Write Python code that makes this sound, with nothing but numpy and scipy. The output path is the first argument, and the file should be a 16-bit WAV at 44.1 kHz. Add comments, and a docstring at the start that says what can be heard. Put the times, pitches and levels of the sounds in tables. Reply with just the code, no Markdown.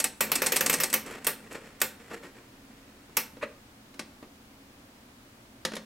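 """A quick clatter of slapping cards and snaps: a flip clock in a plastic case is set forward by hand.
The knob's detent snaps at each minute; spun fast, the cards slap onto the stack, turned slowly they
only flutter down. Then the fingers slip off the knob, and the steadying hand shifts and lifts,
making the case tick. It is all close by, in a small quiet room with a faint hiss and hum."""
import sys
import numpy as np
from scipy import signal
from scipy.fft import rfft, irfft
from scipy.io import wavfile

SR = 44100
rng = np.random.default_rng(int(sys.argv[2]) if len(sys.argv) > 2 else 0)


def bounce(signal):
    """Save signal as a 16-bit WAV file at the path given by the first command-line argument."""
    frames = np.transpose(np.atleast_2d(signal))
    limited = np.clip(frames, -1, 1)
    pcm = np.round(limited * 32767).astype(np.int16)
    wavfile.write(sys.argv[1], SR, pcm)


N = 257965
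TIME = np.arange(N) / SR
AGE = np.arange(int(0.4 * SR)) / SR   # seconds into a single hit

# one snap for each minute on the dial: start_s, level_db, tilt_db_per_octave, rattle_db, clack_hz, ring_hz
DETENT_SNAPS = [(0.2061, -6, -0.5, 2, 2300, 7600), (0.3162, -7.5, 0.1, -1, 2600, 4370),
                (0.4181, -9, -1.5, 3.5, 2320, 6200), (0.52, -8.5, -0.6, 1, 2440, 6860),
                (0.607, -7.5, -.5, -2, 1800, 6700), (0.6958, -6.5, -0.5, -1.5, 2180, 7800),
                (0.8001, -9.5, 0.2, 10, 1880, 5400), (0.9381, -5.5, 0.5, -2.5, 2180, 6000),
                (1.267, -6.5, -0.33, 1, 1670, 9000), (1.815, -6.5, 0, -2.5, 1550, 7300),
                (3.1681, -6, 0.5, -1, 2270, 5760)]
# modes of the case and its front cover: pitch_hz, level_db, t60_s
CASE_MODES = [(166.8, 0, 0.25), (217.6, 3, 0.35), (275.5, 4.5, 0.14), (382, -1.5, 0.16),
              (475.5, 0.5, 0.047), (511, -1.5, 0.11), (774.5, 3, 0.099), (884, 4.5, 0.13), (1167, 2, 0.098),
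              (1290, 0, 0.084), (1914, -2, 0.087), (2150, 3.5, 0.083), (2600, 7, 0.098)]
# tone of the case when touched: frequency_hz, level_db
CASE_COLOUR = [(100, -13.5), (215, 4), (360, 0), (510, 5.5), (760, -4.5), (1100, 0.5), (2500, -2.5),
               (4400, -5.5), (6500, -6.5), (11000, -11), (15500, -31)]
# resonances of the card drum and its springs: centre_hz, width_hz, boost_db
DRUM_PEAKS = [(1864, 120, 4), (2344, 110, 2), (2670, 73, 4), (4300, 100, 6), (5350, 260, 5.5),
              (7220, 160, -1.5), (8650, 120, -13), (9050, 110, -1), (12240, 180, -4.5), (13200, 120, 1),
              (13700, 200, 8), (14500, 200, 6)]


def detents(gain_db):
    """The knob's detent snaps with a hollow clack and a bright ring, shaking the whole drum of cards."""
    # tone of the snap: frequency_hz, level_db
    snap_colour = [(100, -14), (250, -9), (550, 6), (700, -6), (1300, 2), (2100, 1), (2800, 0.5),
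                   (3900, -3.5), (5700, -4.5), (7200, -4.5), (8700, 0.5), (10800, -4), (12700, 4.5),
                   (15500, -6)]
    clack_q, clack_db, ring_q, ring_db = 5.5, 5, 5.9, 6.5
    out = np.zeros((2, N))
    blow = striker(snap_colour, thump_db=-11.5, length_s=0.0077, rise_s=0.0011,
                   rattle_t60=0.19, drum_db=1.5, rattle_side_db=0)
    for start_s, level_db, tilt_db, rattle_db, clack_hz, ring_hz in DETENT_SNAPS:
        peaks = [(clack_hz, clack_hz / clack_q, clack_db), (ring_hz, ring_hz / ring_q, ring_db)]
        add(out, start_s, from_db(level_db + gain_db) * blow(peaks, rattle_db, tilt_db))
    return out


def card_slaps(gain_db):
    """Cards slap onto the stack or flick past the catch; all alike, they share one bright tone."""
    # card hits: start_s, level_db
    slaps = [(0.0004, -11), (0.0411, -7.5), (0.3529, -14), (0.3559, -11), (0.4614, -12), (0.466, -9),
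             (0.56, -11), (0.565, -8), (0.661, -8), (0.728, -13), (0.738, -8.5), (0.784, -26), (0.834, -8),
             (0.9, -23.5), (0.928, -13), (1.062, -32.5), (1.109, -36), (1.245, -22), (1.5262, -33.5),
             (1.802, -29)]
    # tone of a slap: frequency_hz, level_db
    slap_colour = [(100, -32.5), (300, -4.5), (1000, -6.5), (2200, -3), (3800, -7), (4800, -4.5),
                   (7000, -2.5), (8400, 0), (10000, -5.5), (12200, -4), (13500, -12.5), (15500, -17)]
    # resonances of a card: centre_hz, width_hz, boost_db
    card_peaks = [(2000, 350, 1), (8500, 1400, 3.5)]
    out = np.zeros((2, N))
    blow = striker(slap_colour, thump_db=-12.5, length_s=0.0088, rise_s=0.00064,
                   rattle_t60=0.15, drum_db=7, rattle_side_db=-6)
    for start_s, level_db in slaps:
        add(out, start_s, from_db(level_db + gain_db) * blow(card_peaks, rattle_db=-4))
    return out


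def card_flutter(fall_db, judder_db, side_db):
    """Loose cards brush in a dull, juddering rasp: louder as the knob spins faster, swelling as one falls."""
    # a card slides off the catch: start_s, length_s, level_db
    slides = [(1.061, 0.039, -44), (1.116, 0.038, -42.5), (1.515, 0.041, -41), (1.652, 0.018, -51.5),
              (2.0, 0.088, -54.5), (2.111, 0.041, -42.5), (2.234, .03, -49), (2.362, 0.019, -53)]
    # tone of card brushing card: frequency_hz, level_db
    brush_colour = [(100, -15.5), (200, -2), (330, -1.5), (470, 3), (680, -8), (1100, -7), (1900, -7),
                    (2600, -10.5), (3600, -18.5), (6000, -23.5), (7600, -16.5), (9500, -25), (12500, -27.5),
                    (15500, -42)]
    jostle_db, at_flips_per_s, db_per_doubling = -42, 9.9, 6
    rumble_db, rumble_top_hz = -4, 300
    jostle = from_db(jostle_db + db_per_doubling * np.log2(knob_speed() / at_flips_per_s + 1e-9))
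    falls = sum(from_db(level_db) * swell(TIME - start_s, length_s, rise_s=0.0083, fall_s=0.027)
                for start_s, length_s, level_db in slides)
    knots = np.linspace(0, TIME[-1], num=900)
    judder = from_db(judder_db * np.interp(TIME, knots, rng.standard_normal(len(knots))))
    touches = grains(N, per_s=9000, spread_db=1.5) * judder
    brush = unit_energy(coloured(touches, brush_colour, peaks=DRUM_PEAKS))
    rasp = np.hypot(from_db(fall_db) * falls, jostle) * brush
    # the jostling drum shakes the case's lowest modes
    low_modes = mode_shapes([mode for mode in CASE_MODES if mode[0] < rumble_top_hz])
    low_ring = unit_energy(ringing(low_modes, uneven_db=0))
    rumble = signal.fftconvolve(jostle * unit_energy(touches), low_ring[None], axes=1)[:, :N]
    return (rasp + from_db(rumble_db) * rumble) * np.sqrt(N) * from_db([[0], [side_db]])


def knob_speed():
    """Flips per second: one flip from each snap to the next, at rest before the first and after the last."""
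    snaps_s = np.transpose(DETENT_SNAPS)[0]
    flips_per_s = np.pad(1 / np.diff(snaps_s), 1)
    return flips_per_s[np.searchsorted(snaps_s, TIME)]


def knob_release(start_s, rub_db, knock_db, swell_s, knock_delay_s):
    """The knob slides back through its play under the fingers and comes to rest with a hollow knock."""
    # tone of the rub: frequency_hz, level_db
    rub_colour = [(150, -16), (260, -11), (550, 6), (730, -16), (950, -0.5), (1250, -3), (1450, -4.5),
                  (2400, -1), (3200, -14), (4000, -15), (5500, -26), (8000, -26), (14000, -43)]
    # modes of the knob and its shaft: pitch_hz, level_db, t60_s
    knob_modes = [(226, -21, 0.16), (280, -17.5, 0.14), (486, -8.5, 0.099), (565, 1, 0.053),
                  (614, -10, .06), (933, -14, .05), (1256, -11, 0.058)]
    out = np.zeros((2, N))
    pressure = swell(AGE - swell_s, hold_s=0.008, rise_s=0.008, fall_s=0.01)
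    rub = coloured(rng.standard_normal((2, len(AGE))), rub_colour) * pressure
    add(out, start_s, from_db(rub_db) * unit_energy(rub))
    knock = unit_energy(ringing(mode_shapes(knob_modes), uneven_db=-0.5) * onset(rise_s=0.0062))
    add(out, start_s + knock_delay_s, from_db(knock_db) * np.array([knock, knock]))
    return out


def case_ticks(gain_db):
    """The case gives with a dry tick as the hand's weight shifts."""
    # ticks under the hand: start_s, level_db, tilt_db_per_octave
    ticks = [(3.941, -41, 0), (3.993, -21, .3), (5.65, -13.5, 0.1), (5.718, -28, -3), (5.735, -23.5, -3),
             (5.753, -29, 3.5), (5.7655, -22.5, -1.5)]
    # resonances of the creaking plastic: centre_hz, width_hz, boost_db
    cover_peaks = [(1780, 210, 1.5), (3850, 1100, 3.5), (5700, 1100, 2)]
    out = np.zeros((2, N))
    blow = striker(CASE_COLOUR, thump_db=-8.5, length_s=0.0082, rise_s=0.00055,
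                   rattle_t60=0.13, drum_db=-6, rattle_side_db=0)
    for start_s, level_db, tilt_db in ticks:
        add(out, start_s, from_db(level_db + gain_db) * blow(cover_peaks, rattle_db=-4, tilt_db=tilt_db))
    return out


def soft_bumps(gain_db):
    """A settling card or a fingertip sounds the same case, with little treble."""
    # soft contacts: start_s, level_db
    bumps = [(2.112, -28), (2.242, -36), (3.093, -42.5), (3.367, -36), (4.225, -32)]
    # the hollow of the case: centre_hz, width_hz, boost_db
    hollow = (380, 110, 2.9)
    out = np.zeros((2, N))
    blow = striker(CASE_COLOUR, thump_db=-4.5, length_s=0.0088, rise_s=0.0016,
                   rattle_t60=0.12, drum_db=-4, rattle_side_db=-3)
    for start_s, level_db in bumps:
        add(out, start_s, from_db(level_db + gain_db) * blow([hollow], rattle_db=0.5, tilt_db=-5.5))
    return out


def striker(colour, thump_db, length_s, rise_s, rattle_t60, drum_db, rattle_side_db):
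    """One kind of blow: plastic cracks on plastic, the loose cards shiver on, the drum and case ring."""
    shapes = mode_shapes([(hz, db + at_hz(colour, hz), t60) for hz, db, t60 in CASE_MODES])
    drum = rng.standard_normal((2, len(AGE)))   # dense modes, the same for every blow of this kind
    attack = onset(rise_s)

    def blow(peaks, rattle_db, tilt_db=0):
        """A single blow, as mid and side."""
        crack = rng.standard_normal((2, len(AGE))) * attack * np.exp(-(AGE / length_s) ** 2)
        crack = unit_energy(coloured(crack, colour, tilt_db, peaks))
        shiver = rng.standard_normal((2, len(AGE)))
        rattle = (shiver + from_db(drum_db) * drum) * attack * decay(rattle_t60)
        rattle = unit_energy(coloured(rattle, colour, tilt_db, peaks + DRUM_PEAKS))
        rattle *= from_db([[0], [rattle_side_db]])
        snap = (crack + from_db(rattle_db) * rattle) / np.hypot(1, from_db(rattle_db))
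        thump = unit_energy(ringing(shapes, uneven_db=0.5) * (1 - np.exp(-AGE / length_s)))
        return snap + from_db(thump_db) * thump
    return blow


def room_reverb(source, wet_db, side_db, build_s):
    """A short, diffuse tail builds up after the direct sound and lingers longest in the bass."""
    # the room's decay: frequency_hz, t60_s
    decay_times = [(150, 0.68), (400, 0.29), (1000, 0.4), (2800, 0.35), (7000, 0.3), (15000, 0.52)]
    # tone of the tail: frequency_hz, level_db
    tail_colour = [(90, -1.5), (170, 4.5), (300, 4), (700, 2), (2000, 0), (4000, 0.5), (9000, -6),
                   (14000, -18)]
    tail, edges_hz = 0, np.geomspace(70, 18000, 13)
    for low, high in zip(edges_hz, edges_hz[1:]):
        bandpass = signal.butter(2, [low, high], "band", fs=SR, output="sos")
        band = signal.sosfilt(bandpass, rng.standard_normal((2, len(AGE))))
        tail = tail + band * decay(at_hz(decay_times, np.sqrt(low * high)))
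    tail = coloured(unit_energy(tail * onset(build_s)), tail_colour)
    return from_db([[wet_db], [wet_db + side_db]]) * signal.fftconvolve(tail, source[:1], axes=1)[:, :N]


def room_tone(hiss_db, waver):
    """Soft hiss with a faint wavering hum, as mid and side."""
    # tone of the hiss: frequency_hz, level_db
    hiss_colour = [(12, -37), (20, -6), (53, -8), (123, -6), (163, -12), (204, -4.5), (241, -2),
                   (270, -0.5), (328, -9.5), (357, -11.5), (513, -12), (558, -12.5), (2140, -21),
                   (14700, -32), (16000, -29.5)]
    # partials of the hum: pitch_hz, level_db
    hum_partials = [(78, -71.5), (120, -68), (218, -68), (229, -74), (275, -64.5), (358, -70.5)]
    # stereo width of the room tone: frequency_hz, side_db
    air_width = [(60, -31), (110, -23), (200, -25), (380, -10), (700, -3), (1290, 0.5), (2380, 1.5),
                 (4400, 1), (8120, -2), (15000, -6)]
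    hiss = unit_energy(coloured(rng.standard_normal((2, N)), hiss_colour)) * np.sqrt(N)
    hum, knots = 0, np.linspace(0, TIME[-1], num=50)
    for pitch_hz, level_db in hum_partials:
        drift = rng.standard_normal(len(knots)) + 1j * rng.standard_normal(len(knots))
        sway = 1 + waver * np.interp(TIME, knots, drift)   # in both level and phase
        hum = hum + from_db(level_db) * np.real(sway * np.exp(2j * np.pi * pitch_hz * TIME))
    mid, side = from_db(hiss_db) * hiss + hum
    return mid, coloured(side, air_width)


def mode_shapes(modes):
    """One decaying sine for each mode."""
    return np.array([from_db(db) * np.sin(2 * np.pi * hz * AGE) * decay(t60) for hz, db, t60 in modes])


def ringing(shapes, uneven_db):
    """A blow sets every mode ringing with a strength and polarity of its own."""
    strengths = from_db(uneven_db * rng.standard_normal(len(shapes)))
    return (strengths * rng.choice([-1, 1], len(shapes))) @ shapes


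def grains(size, per_s, spread_db):
    """Random micro-contacts of uneven strength, as mid and side."""
    touches = (rng.random(size) < per_s / SR) * from_db(spread_db * rng.standard_normal(size))
    return touches * rng.standard_normal((2, size))


def onset(rise_s):
    """A rounded attack from silence to full level."""
    return 1 - np.exp(-(AGE / rise_s) ** 2)


def decay(t60):
    """An envelope that falls 60 dB in t60 seconds."""
    return np.exp(-np.log(1000) * AGE / t60)


def swell(age, hold_s, rise_s, fall_s):
    """An envelope that grows up to age zero, holds, and fades."""
    return np.exp(np.minimum(age, 0) / rise_s - np.maximum(age - hold_s, 0) / fall_s)


def coloured(x, curve, tilt_db=0, peaks=(), size=4096):
    """Minimum-phase EQ: a tone curve, a tilt per octave about 2 kHz, and resonant peaks."""
    hz = np.maximum(np.arange(size // 2 + 1) * SR / size, 1)
    db = at_hz(curve, hz) + tilt_db * np.log2(np.maximum(hz, 500) / 2000)
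    db = db + sum(boost / (1 + (2 * (hz - centre) / width) ** 2) for centre, width, boost in peaks)
    cepstrum = irfft(np.log(from_db(db)), size)
    cepstrum[1:size // 2] *= 2   # folded forward, so nothing rings ahead of a hit
    cepstrum[size // 2 + 1:] = 0
    response = irfft(np.exp(rfft(cepstrum)), size)
    return signal.oaconvolve(np.atleast_2d(x), response[None], axes=1)[:, :x.shape[-1]].reshape(x.shape)


def at_hz(curve, hz):
    """Read a curve on a log-frequency axis."""
    points_hz, values = np.transpose(curve)
    return np.interp(np.log(np.maximum(hz, 1)), np.log(points_hz), values)


def from_db(db):
    """Decibels to gain."""
    return 10 ** (np.asarray(db) / 20)


def unit_energy(x):
    """Scale each channel to an energy of one."""
    return x / np.sqrt(np.sum(x ** 2, axis=-1, keepdims=True) + 1e-20)


def add(track, start_s, sound):
    """Mix a sound into the track."""
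    start = max(round(start_s * SR), 0)
    track[:, start:start + sound.shape[-1]] += sound[:, :N - start]


def scene():
    """The clock and its room, mixed as mid and side, then spread to a narrow left and right."""
    # stereo width of the clock: frequency_hz, side_db
    width = [(100, -29), (250, -26), (600, -16), (1400, -11.5), (2500, -11.5), (5000, -14), (9500, -14),
             (12500, -5.5), (15500, -2)]
    # the top treble leans right: frequency_hz, right_minus_left_db
    lean = [(100, 0), (5000, 0), (10000, 0.8), (13500, 2.2), (16000, 8)]
    clock = detents(gain_db=14) + card_slaps(gain_db=13.5)
    clock += case_ticks(gain_db=14.5) + soft_bumps(gain_db=16)
    clock += card_flutter(fall_db=0.5, judder_db=3, side_db=-1.5)
    clock += knob_release(start_s=3.412, rub_db=-2.5, knock_db=-2.5, swell_s=0.018, knock_delay_s=0.014)
    mid, side = clock + room_reverb(clock, wet_db=-11.5, side_db=1, build_s=0.0033)
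    side = coloured(side, width)
    left = coloured(mid + side, [(hz, -db / 2) for hz, db in lean])
    right = coloured(mid - side, [(hz, db / 2) for hz, db in lean])
    air_mid, air_side = room_tone(hiss_db=-55.13, waver=0.56)
    return np.array([left + air_mid + air_side, right + air_mid - air_side])


def record(dry):
    """A steep low-pass takes off the very top."""
    cutoff_hz = 15800
    return signal.sosfilt(signal.ellip(10, 0.2, 80, cutoff_hz, fs=SR, output="sos"), dry)


dry = scene()
out = record(dry)
bounce(out)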